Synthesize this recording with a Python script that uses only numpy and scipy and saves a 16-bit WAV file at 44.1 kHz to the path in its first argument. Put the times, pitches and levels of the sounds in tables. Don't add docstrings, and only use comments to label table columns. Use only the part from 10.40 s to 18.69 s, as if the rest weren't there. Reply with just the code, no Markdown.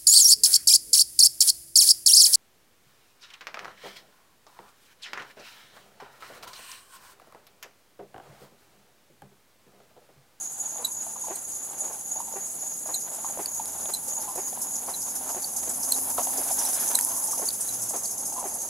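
import sys
import numpy as np
from scipy import signal
from scipy.fft import rfft, irfft, next_fast_len
from scipy.io import wavfile
from scipy.ndimage import map_coordinates

SR = 44100
rng = np.random.default_rng(int(sys.argv[2]) if len(sys.argv) > 2 else 0)


def transcribe(signal):
    frames = np.atleast_2d(signal).T
    limited = np.clip(frames, -1, 1)
    pcm = np.round(limited * 32767).astype(np.int16)
    wavfile.write(sys.argv[1], SR, pcm)


N = 365588
TIME = np.arange(N) / SR

# (time [s], heel level [dB], sole level [dB], heel to sole [s])
STEPS = [(.36, -38.5, -42.5, 0.035), (.884, -33, -35.5, 0.023), (1.466, -41, -43, 0.037),
         (1.9396, -35, -36, 0.022), (2.46, -36, -39, 0.032), (2.9744, -31, -34, 0.019),
         (3.457, -34, -47, 0.032), (3.9596, -31.5, -34, 0.02), (4.454, -55, -38, 0.032),
         (4.9477, -32, -37, 0.022), (5.445, -44, -53, 0.03), (5.967, -42, -38, 0.02),
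         (6.47, -46, -41, 0.033), (6.997, -31.5, -35.5, 0.024), (7.509, -35, -38, 0.031),
         (8.029, -32, -36.5, 0.025)]
# (frequency [Hz], level [dB])
SHOE_TONE = [(90, -27), (220, -13), (360, -2), (520, -.5), (740, 0), (1020, -4), (1400, -17), (2200, -24),
             (4000, -31), (9000, -46)]


def cricket_chorus(throb_db=13, flutter_db=2, early_swell_s=.283, late_swell_s=.299, slows_at_s=3.15):
    # (time [s], level [dB], depth of the throb [0-1], share of the higher group [0-1])
    chorus = [(0, -37.5, 0.16, 0.57), (.7, -37.5, 0.2, 0.77), (3, -37, 0.27, 0.84), (4.1, -38, 0.28, 0.74),
              (5.6, -38, 0.35, 0.4), (8.29, -37, 0.05, 0.03)]
    # (frequency [Hz], level [dB])
    high_tone = [(6250, -35), (6480, -15), (6660, -6), (6795, 0), (6900, -6), (7050, -19), (7450, -40)]
    low_tone = [(5700, -15), (6150, -8.5), (6400, 4.5), (6620, 8), (6800, -33), (7000, 0), (7400, -8)]
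    depth, share = curve(chorus, column=2), curve(chorus, column=3)
    swells = (TIME - slows_at_s) / np.where(TIME < slows_at_s, early_swell_s, late_swell_s)
    throb = amp(throb_db * depth * (np.cos(2 * np.pi * swells) - depth / 2))
    high, low = (stereo_noise(tone) * flicker(flutter_db, per_s=100) for tone in (high_tone, low_tone))
    voices = np.sqrt(share) * high + np.sqrt(1 - share) * low
    return pan(voices * throb * amp(curve(chorus)), left_db=-1.1)


def near_cricket(pitch_hz=6770, drift_hz=35, pulse_s=.026):
    # (time [s], level [dB], delay of the second pulse [s], its level against the first [dB])
    chirps = [(.21, -28, .051, .5), (.52, -31.5, .056, -1), (.822, -33, 0.048, -1.5), (1.115, -46, .055, 8),
              (1.414, -28, 0.045, -6.5), (1.724, -28, .049, -1), (2.228, -31.5, .05, -3),
              (2.502, -34.5, 0.062, 6.5), (2.81, -35.5, 0.05, 1), (3.087, -33.5, 0.055, 2),
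              (3.4, -45, 0.042, 0), (3.73, -30, 0.045, -3), (4.013, -33, 0.06, -1), (4.346, -33, 0.044, -9)]
    out, size = np.zeros(N), int(pulse_s * SR)
    shape = np.sqrt(2) * np.sin(np.linspace(0, np.pi, size))
    for s, db, gap_s, second_db in chirps:
        for k in range(2):
            note = np.sin(phase_of(pitch_hz + drift_hz * waver(134, size)))
            add(out, s + k * gap_s - pulse_s / 2, amp(db + k * second_db) * shape * note)
    return pan(out, left_db=-1.5)


def katydids(between_db=-7, far_db=-34.5):
    # (start [s], end [s], time between strokes [s])
    songs = [(.0391, 6.05, .1347), (6.1113, 8.29, .0724)]
    # (time [s], level [dB])
    passing = [(0, -55), (3.9, -41), (4.3, -40), (5.3, -37.5), (5.8, -39.5), (6.25, -31.5), (6.7, -36),
               (6.92, -34.5), (7.1, -39), (7.5, -37), (8.29, -41)]
    # (frequency [Hz], level [dB])
    slow_tone = [(4300, -20), (4950, -5), (5500, -6), (6200, 4), (6800, 5.5), (7900, -2.5), (9000, -2.5),
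                 (10500, 5.5), (12000, -0.5), (15500, -27)]
    fast_tone = [(4300, -34), (4950, -7), (5500, -6), (6200, 1.5), (7900, -2), (9000, 0), (10500, 5),
                 (12000, -5.5), (15500, -25)]
    far_tone = [(5000, -13), (6800, -4), (7600, 9), (8200, 7.5), (9000, 2), (10500, 13), (12500, -5),
                (15000, -20)]
    slow_times, fast_times = (np.arange(*song) for song in songs)
    near_db = curve(passing) + 11.5
    slow = wing_strokes(slow_times, near_db + .5, slow_tone, fall_s=.027)
    fast = wing_strokes(fast_times, near_db - 2, fast_tone, fall_s=.035)
    between = wing_strokes(loose_times(per_s=19), near_db + between_db, slow_tone, fall_s=.036)
    far = wing_strokes(loose_times(per_s=16), far_db, far_tone, fall_s=.072, rise_s=.013)
    return pan(slow + fast + between + hard_strokes(), left_db=-2.1) + pan(far, left_db=-.6)


def wing_strokes(times, level_db, tone, fall_s, rise_s=.0033, patchy_db=3, vary_db=1.2, vary_s=.003):
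    out, t = np.zeros((2, N)), np.arange(4096) / SR
    hz = np.fft.rfftfreq(len(t), 1 / SR)
    bands_hz = np.linspace(0, SR / 2, 40)
    shape = rise_and_fade(t, rise_s, fall_s) * np.cos(np.pi / 2 * t / t[-1])
    scratch = stereo_noise(tone) * flicker(db=1.5, per_s=1200)
    for s in times:
        patches = unit_power(amp(patchy_db * np.interp(hz, bands_hz, rng.standard_normal(40))))
        strength = amp(vary_db * rng.standard_normal())
        start = rng.integers(N - len(t))
        stroke = irfft(rfft(scratch[:, start:start + len(t)]) * patches) * shape * strength
        s += vary_s * rng.standard_normal()
        add(out[0], s, stroke[0])
        add(out[1], s, stroke[1])
    return out * amp(level_db)


def hard_strokes(gain_db=-1):
    # (time [s], level [dB], pitch [Hz])
    strokes = [(5.29, -29.5, 7840), (5.426, -36, 5400), (6.185, -30, 5800), (6.914, -30.5, 6200),
               (7.205, -28, 8600), (7.42, -33, 8240), (7.495, -34, 8050), (7.65, -42, 8000)]
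    out, t = np.zeros(N), np.arange(4096) / SR
    shape = rise_and_fade(t, rise_s=.0042, fall_s=.016)
    for s, db, hz in strokes:
        tone = [(hz * .75, -35), (hz * .9, -9), (hz, 0), (hz * 1.1, -9), (hz * 1.4, -22)]
        ring = with_tone(rng.standard_normal(len(t)), tone)
        add(out, s, amp(db + gain_db) * ring * shape / shape.max())
    return out


def coneheads(buzz_db=4.5, fizz_db=2, stroke_hz=172, stroke_depth=.018):
    # (time [s], buzz level [dB], fizz level [dB])
    passing = [(0.0, -51, -58), (3.26, -43.5, -51), (5.21, -40.5, -51), (5.57, -33.5, -43),
               (5.66, -35.5, -40), (6.62, -35, -40.5), (6.74, -36.5, -43), (8.04, -45, -53),
               (8.2, -44, -49)]
    # (frequency [Hz], level [dB])
    buzz_tone = [(3800, -60), (4900, -16), (6000, -19), (7400, -12), (8000, -8), (8800, -13), (9500, -4),
                 (10100, 1), (10450, 5), (10750, -2), (11300, -0.5), (12000, -9.5), (13500, -16)]
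    fizz_tone = [(10500, -12), (12000, -15), (13000, -6.5), (14200, -16.5), (15600, -21)]
    strokes = 1 + stroke_depth * np.sin(phase_of(stroke_hz * (1 + .102 * waver(40))))
    grain = unit_power(strokes * flicker(db=1.5, per_s=900))
    fizz = stereo_noise(fizz_tone) * amp(curve(passing, column=2) + fizz_db)
    buzz = stereo_noise(buzz_tone) * amp(curve(passing) + buzz_db)
    return grain * (pan(buzz, left_db=-.36) + pan(fizz, left_db=.8))


def footsteps(heel_gain_db=6, sole_gain_db=1, hollow_hz=560, slip_hz=392, scuff_db=-17, scuff_s=.066):
    # (pitch shift [factor], creak share [0-1], slap rise [s], slap fall [s])
    feet = [(1.12, 0, 0.0036, 0.016), (0.91, 0.65, 0.0044, 0.015)]
    out, t = np.zeros(N), np.arange(-2048, 8192) / SR
    for k, (s, heel_db, sole_db, roll_s) in enumerate(STEPS):
        shift, creak, rise_s, fall_s = feet[k % 2]
        grit, rub, scuff = rng.standard_normal((3, len(t)))
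        blow = (t == 0) + .04 * grit * (t > 0) * np.exp(-abs(t) / .0037)
        tap = with_tone(blow, SHOE_TONE, shift)
        ring = .51 * (t > 0) * np.exp(-abs(t) / .0041) * np.sin(2 * np.pi * hollow_hz * shift * t)
        add(out, s + t[0], amp(heel_db + heel_gain_db) * (ring - tap / abs(tap).max()))
        slip_count = np.floor(np.cumsum(slip_hz * (1 + .0822 * waver(69.6, len(t)))) / SR)
        slips = with_tone(np.diff(slip_count, prepend=0), SHOE_TONE, shift)
        press = np.exp(-(t / np.where(t > 0, fall_s, rise_s)) ** 2 / 2)
        slap = (np.sqrt(creak) * slips + np.sqrt(1 - creak) * with_tone(rub, SHOE_TONE, shift)) * press
        tail = with_tone(scuff, SHOE_TONE, shift=2.44) * amp(scuff_db) * spike(t, rise_s, scuff_s)
        add(out, s + roll_s + t[0], amp(sole_db + sole_gain_db) * (slap + tail))
    return out


def scrapes(gain_db=1.5, grains_per_s=700, vary_db=4, crackle_db=-17):
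    # (start [s], length [s], level [dB], pitch shift [factor])
    drags = [(.395, 0.076, -51.5, 1.2), (1.188, 0.2, -55.5, 1.2), (1.401, 0.093, -50, 1.1),
             (2.628, 0.15, -54, 1.15), (3.348, 0.073, -59, 1.1), (3.489, 0.023, -41, 1.25),
             (4.858, 0.059, -46, 1.25), (5.265, 0.051, -46, 0.8), (5.47, 0.18, -49.5, 1.04),
             (7.536, 0.04, -42.5, 1.04)]
    out, size = np.zeros(N), 16384
    for s, length_s, db, shift in drags:
        grains = (rng.random(size) < grains_per_s / SR) * rng.choice([-1, 1], size)
        grains = grains * amp(vary_db * rng.standard_normal(size))
        crackle = amp(crackle_db) * with_tone(grains, [(1600, 0), (6400, 0)])
        sound = with_tone(grains, SHOE_TONE, shift) + crackle
        press = abs(np.sin(np.linspace(0, np.pi, int(length_s * SR)))) ** .3
        add(out, s, amp(db + gain_db) * unit_power(sound[:len(press)] * press))
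    return out


def pouch_knocks(gain_db=1, soft_db=-40, soft_hz=908, soft_fall_s=.015, lead_s=.062, scatter_s=.064):
    # (time [s], level [dB], pitch [Hz], fade time [s])
    knocks = [(.666, -37.5, 875, 0.01), (.759, -39, 987, 0.014), (1.42, -36.5, 666, .003),
              (1.759, -36.5, 847, 0.015), (1.802, -33, 963, 0.013), (2.225, -45.5, 790, 0.031),
              (2.845, -33.5, 1070, 0.017), (3.197, -29.5, 872, 0.012), (3.678, -41, 567, 0.011),
              (3.878, -37, 1023, 0.03), (4.128, -31, 740, 0.0046), (4.174, -29.5, 875, 0.004),
              (5.779, -23.5, 1120, 0.0083), (5.784, -24, 660, 0.0082), (5.794, -21.5, 700, 0.0051),
              (5.87, -23.5, 800, 0.0032), (5.896, -38, 980, 0.0065), (6.103, -31, 813, 0.019),
              (6.884, -35, 883, 0.013), (6.93, -36.5, 1135, 0.019), (6.952, -41, 950, 0.0072),
              (7.977, -32, 998, 0.016), (8.04, -25, 840, 0.0037)]
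    # (frequency [Hz], level [dB])
    knock_tone = [(150, -43), (450, -19), (720, 15.5), (900, 16), (1080, 4.5), (1400, -24), (2500, -10),
                  (7000, -13.5)]
    out, t = np.zeros(N), np.arange(4096) / SR
    soft_bumps = [
        (step[0] - lead_s + scatter_s * when, soft_db + 2 * force, soft_hz * (1 + .1 * pitch),
         soft_fall_s)
        for step in STEPS[1::2] for when, force, pitch in rng.standard_normal((3, 3))]
    for s, db, hz, fall_s in knocks + soft_bumps:
        shape = rise_and_fade(t, rise_s=.00089, fall_s=fall_s)
        rattle = with_tone(rng.standard_normal(len(t)), knock_tone, hz / 900)
        bump = (rattle + np.sin(2 * np.pi * hz * t)) * shape
        add(out, s, amp(db + gain_db) * bump * np.linalg.norm(shape) / np.linalg.norm(bump))
    return out


def buckle_squeaks(gain_db=-1, tight_hz=4400, flutter_db=1.5, third_db=-7.5, grit_db=-17,
                   rattle_db=-22, rattle_s=.012, rattle_per_s=350):
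    # (start [s], level [dB], pitch [Hz], length [s], overtone strength [dB])
    squeaks = [(0.443, -23.5, 3916, 0.022, 2), (0.949, -50.5, 4180, 0.024, 18.5),
               (2.5383, -28.5, 4100, 0.018, 3), (2.545, -34, 4110, 0.016, 8),
               (3.058, -25.5, 4620, 0.0048, 3.5), (3.533, -29.5, 4120, 0.015, 5.5),
               (3.543, -28, 4100, 0.013, 3), (3.952, -53, 3960, 0.016, 20),
               (4.534, -35, 4120, 0.026, -15.5), (5.041, -28.5, 4590, 0.012, -1),
               (5.5188, -22, 4160, 0.01, 7.5), (6.248, -37, 4050, 0.013, 12), (6.55, -22, 4030, 0.0094, 9),
               (7.085, -21.5, 4550, 0.01, -1.5), (7.282, -39, 4060, 0.026, 2),
               (7.656, -30, 4600, 0.0036, 4)]
    # (frequency [Hz], level [dB])
    buckle_tone = [(3300, -12), (4100, 8), (5500, 2), (8200, 8), (13000, 0)]
    out, t = np.zeros(N), np.arange(4096) / SR
    slips_back = [(s + .021, db - 15, 3900, .011, -12) for s, db, hz, *_ in squeaks if hz < tight_hz]
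    for s, db, hz, length_s, overtone_db in squeaks + slips_back:
        size = int(length_s * SR)
        progress = np.linspace(0, 1, size)
        grip = np.sin(np.pi * progress ** .81) ** 2
        bend = .014 * waver(1970, size) + .0085 * waver(250, size) + .014 * (.5 - progress)
        phase = phase_of(hz * (1 + bend))
        second, third = (np.sin(k * phase) * amp(flutter_db * waver(410, size)) for k in (2, 3))
        note = np.sin(phase) * amp(flutter_db * waver(730, size))
        overtones = amp(overtone_db) * grip * (second + amp(third_db) * third)
        grit = amp(grit_db) * with_tone(rng.standard_normal(len(t)), buckle_tone)[:size]
        add(out, s, amp(db + gain_db) * np.sqrt(2) * grip * (note + overtones + grit))
        contacts = rng.standard_normal(len(t)) * (rng.random(len(t)) < rattle_per_s / SR)
        rattle = with_tone(contacts, buckle_tone) * np.exp(-t / rattle_s)
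        add(out, s + length_s, amp(db + rattle_db) * rattle)
    return out


def metal_ticks(gain_db=2):
    # (time [s], level [dB], pitch [Hz])
    ticks = [(3.06, -39.5, 2640), (3.258, -21, 9200), (3.458, -32.5, 3580), (5.523, -18, 10000),
             (5.5325, -26, 5650), (6.534, -19, 10400), (6.5558, -7, 10300), (6.59, -12, 10400),
             (6.589, -25, 1980), (6.593, -31, 3080), (6.6113, -9, 10500), (6.65, -8.5, 11100),
             (7.106, -25.5, 5100), (7.212, -26, 8800)]
    out, t = np.zeros(N), np.arange(-256, 256) / SR
    shape = spike(t, rise_s=.00084, fall_s=.00031)
    for s, db, hz in ticks:
        tone = [(hz / 2, -19), (hz * .7, -7), (hz, 0), (hz * 1.12, -6), (hz * 1.3, -18)]
        tick = with_tone(rng.standard_normal(len(t)) * shape, tone)
        add(out, s + t[0], amp(db + gain_db) * tick / abs(tick).max())
    return out


def clothing(rub_db=-3.5, swish_db=1, stride_db=6, pouch_db=-7.5, pouch_hz=840, rest_db=-7):
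    # (time [s], rub level [dB], swish level [dB])
    cloth = [(0, -48.5, -56.5), (2.35, -52, -59), (2.8, -47, -55.5), (5.4, -44.5, -56.5),
             (5.75, -41, -53.5), (6.35, -38, -42), (6.9, -44, -56.5), (7.3, -48, -51.5), (8.29, -42, -90)]
    # (frequency [Hz], level [dB])
    rub_tone = [(120, -31), (230, -4.5), (450, -10), (620, -2), (800, 1), (1020, -4), (1280, -12),
                (1900, -21.5)]
    swish_tone = [(700, -9), (1450, 12.5), (2000, 4.5), (2800, 3.5), (3700, 6), (4400, 4), (5200, 1),
                  (7000, 5)]
    planted = sum(bell(step[0] + .17, width_s=.015) for step in STEPS)
    swing = sum(bell(step[0] + .015, width_s=.23) for step in STEPS)
    rub = stereo_noise(rub_tone) * unit_power(amp(stride_db * swing)) * amp(curve(cloth) + rub_db)
    swish = stereo_noise(swish_tone) * amp(curve(cloth, column=2) + swish_db)
    phase = phase_of(pouch_hz * (1 + .11 * waver(9)))
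    note = waver(230) * np.cos(phase) + waver(230) * np.sin(phase)
    pouch = unit_power(note * flicker(db=4, per_s=11)) * amp(curve(cloth) + pouch_db)
    catches = flicker(db=2.5, per_s=60)
    return (catches * (rub + swish) + pouch) * amp(rest_db * planted)


def fence_echo(x, fade_s=.12, delay_s=.008, echoes_per_s=2000):
    t = np.arange(SR // 4) / SR
    echoes = rng.standard_normal((2, len(t))) * (rng.random((2, len(t))) < echoes_per_s / SR)
    echoes *= (t > delay_s) * amp(-60 * t / fade_s)
    return signal.oaconvolve(x[None], echoes / np.linalg.norm(echoes[0]), axes=1)[:, :N]


def air_conditioners(wobble_hz=4.57, waver_db=3):
    # (pitch [Hz], level from afar [dB], time when nearest [s], rise [dB], swell half width [s])
    hums = [(77, -76, 3.35, 15.5, .35), (77.6, -77, 5.63, 15.5, 0.75), (120.5, -74, 7.42, 21, 0.14),
            (263.3, -74, 5.52, 24.5, 1.16)]
    out = np.zeros(N)
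    for hz, db, s, rise_db, width_s in hums:
        level = amp(db + rise_db * bell(s, width_s) + waver_db * waver(9))
        out += level * np.sin(phase_of(hz + wobble_hz * waver(25)))
    return out


def far_traffic(gain_db=-1):
    # (frequency [Hz], level [dB])
    tone = [(20, -12), (45, -12), (75, -2), (100, -4), (135, -0.5), (220, 4), (330, 0.5), (600, 0),
            (1500, -13), (5000, -19.5)]
    # (time [s], level [dB])
    loudness = [(0, -56.5), (1.3, -53.5), (1.9, -53), (4, -51.5), (6.6, -50), (8.29, -49)]
    return amp(curve(loudness) + gain_db) * stereo_noise(tone)


def amp(db):
    return 10 ** (np.asarray(db) / 20)


def unit_power(x):
    return x / np.sqrt(np.mean(x ** 2) + 1e-20)


def value_at(points, hz):
    f, value = np.transpose(points)
    return np.interp(np.log(hz + 1), np.log(f + 1), value)


def curve(rows, column=1):
    rows = np.asarray(rows)
    return np.interp(TIME, rows[:, 0], rows[:, column])


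def bell(s, width_s):
    return np.exp(-((TIME - s) / width_s) ** 2 / 2)


def rise_and_fade(t, rise_s, fall_s):
    return (1 - np.exp(-t / rise_s)) * np.exp(-t / fall_s)


def spike(t, rise_s, fall_s):
    return np.exp(-abs(t) / np.where(t > 0, fall_s, rise_s))


def phase_of(hz):
    return 2 * np.pi * np.cumsum(hz) / SR


def waver(per_s, size=N):
    points = rng.standard_normal(16384)
    return map_coordinates(points, [np.arange(size) * per_s / SR], order=1, mode="wrap") * np.sqrt(1.5)


def flicker(db, per_s):
    return unit_power(amp(db * waver(per_s)))


def loose_times(per_s):
    beats = np.arange(0, TIME[-1], 1 / per_s)
    return beats + rng.random(len(beats)) / per_s


def with_tone(x, tone, shift=1):
    size = next_fast_len(x.shape[-1])
    hz = np.fft.rfftfreq(size, 1 / SR) / shift + 1
    octaves_outside = abs(np.log2(hz / np.clip(hz, tone[0][0], tone[-1][0])))
    gain = amp(value_at(tone, hz) - 18.6 * octaves_outside)
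    return unit_power(irfft(rfft(x, size) * gain, size)[..., :x.shape[-1]])


def stereo_noise(tone):
    # (frequency [Hz], likeness [0-1])
    likeness = [(50, .975), (500, .985), (1200, .94), (2800, .75), (5000, .68), (6800, .66), (8200, .5),
                (10400, .42), (15000, .42)]
    size = next_fast_len(N)
    mid, side = rfft(rng.standard_normal((2, size)))
    alike = value_at(likeness, np.fft.rfftfreq(size, 1 / SR))
    side *= np.sqrt((1 - alike) / (1 + alike))
    return with_tone(irfft([mid + side, mid - side], size), tone)[:, :N]


def pan(x, left_db):
    return x * amp([[left_db / 2], [-left_db / 2]])


def add(mix, s, sound):
    part = mix[max(round(s * SR), 0):][:len(sound)]
    part += sound[:len(part)]


def scene():
    thuds = footsteps() + scrapes() + pouch_knocks()
    metal = buckle_squeaks() + metal_ticks()
    echo = fence_echo(amp(-16) * thuds + amp(-17) * metal)
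    walker = pan(thuds, left_db=-.22) + pan(metal, left_db=-2.4) + echo + clothing()
    town = air_conditioners() + far_traffic()
    insects = cricket_chorus() + near_cricket() + coneheads() + katydids()
    return insects + walker + town


def record(dry):
    low_pass = signal.firwin(511, 15750, window=("kaiser", 9), fs=SR)
    return signal.oaconvolve(dry, low_pass[None], "same", axes=1)


dry = scene()
out = record(dry)
transcribe(out)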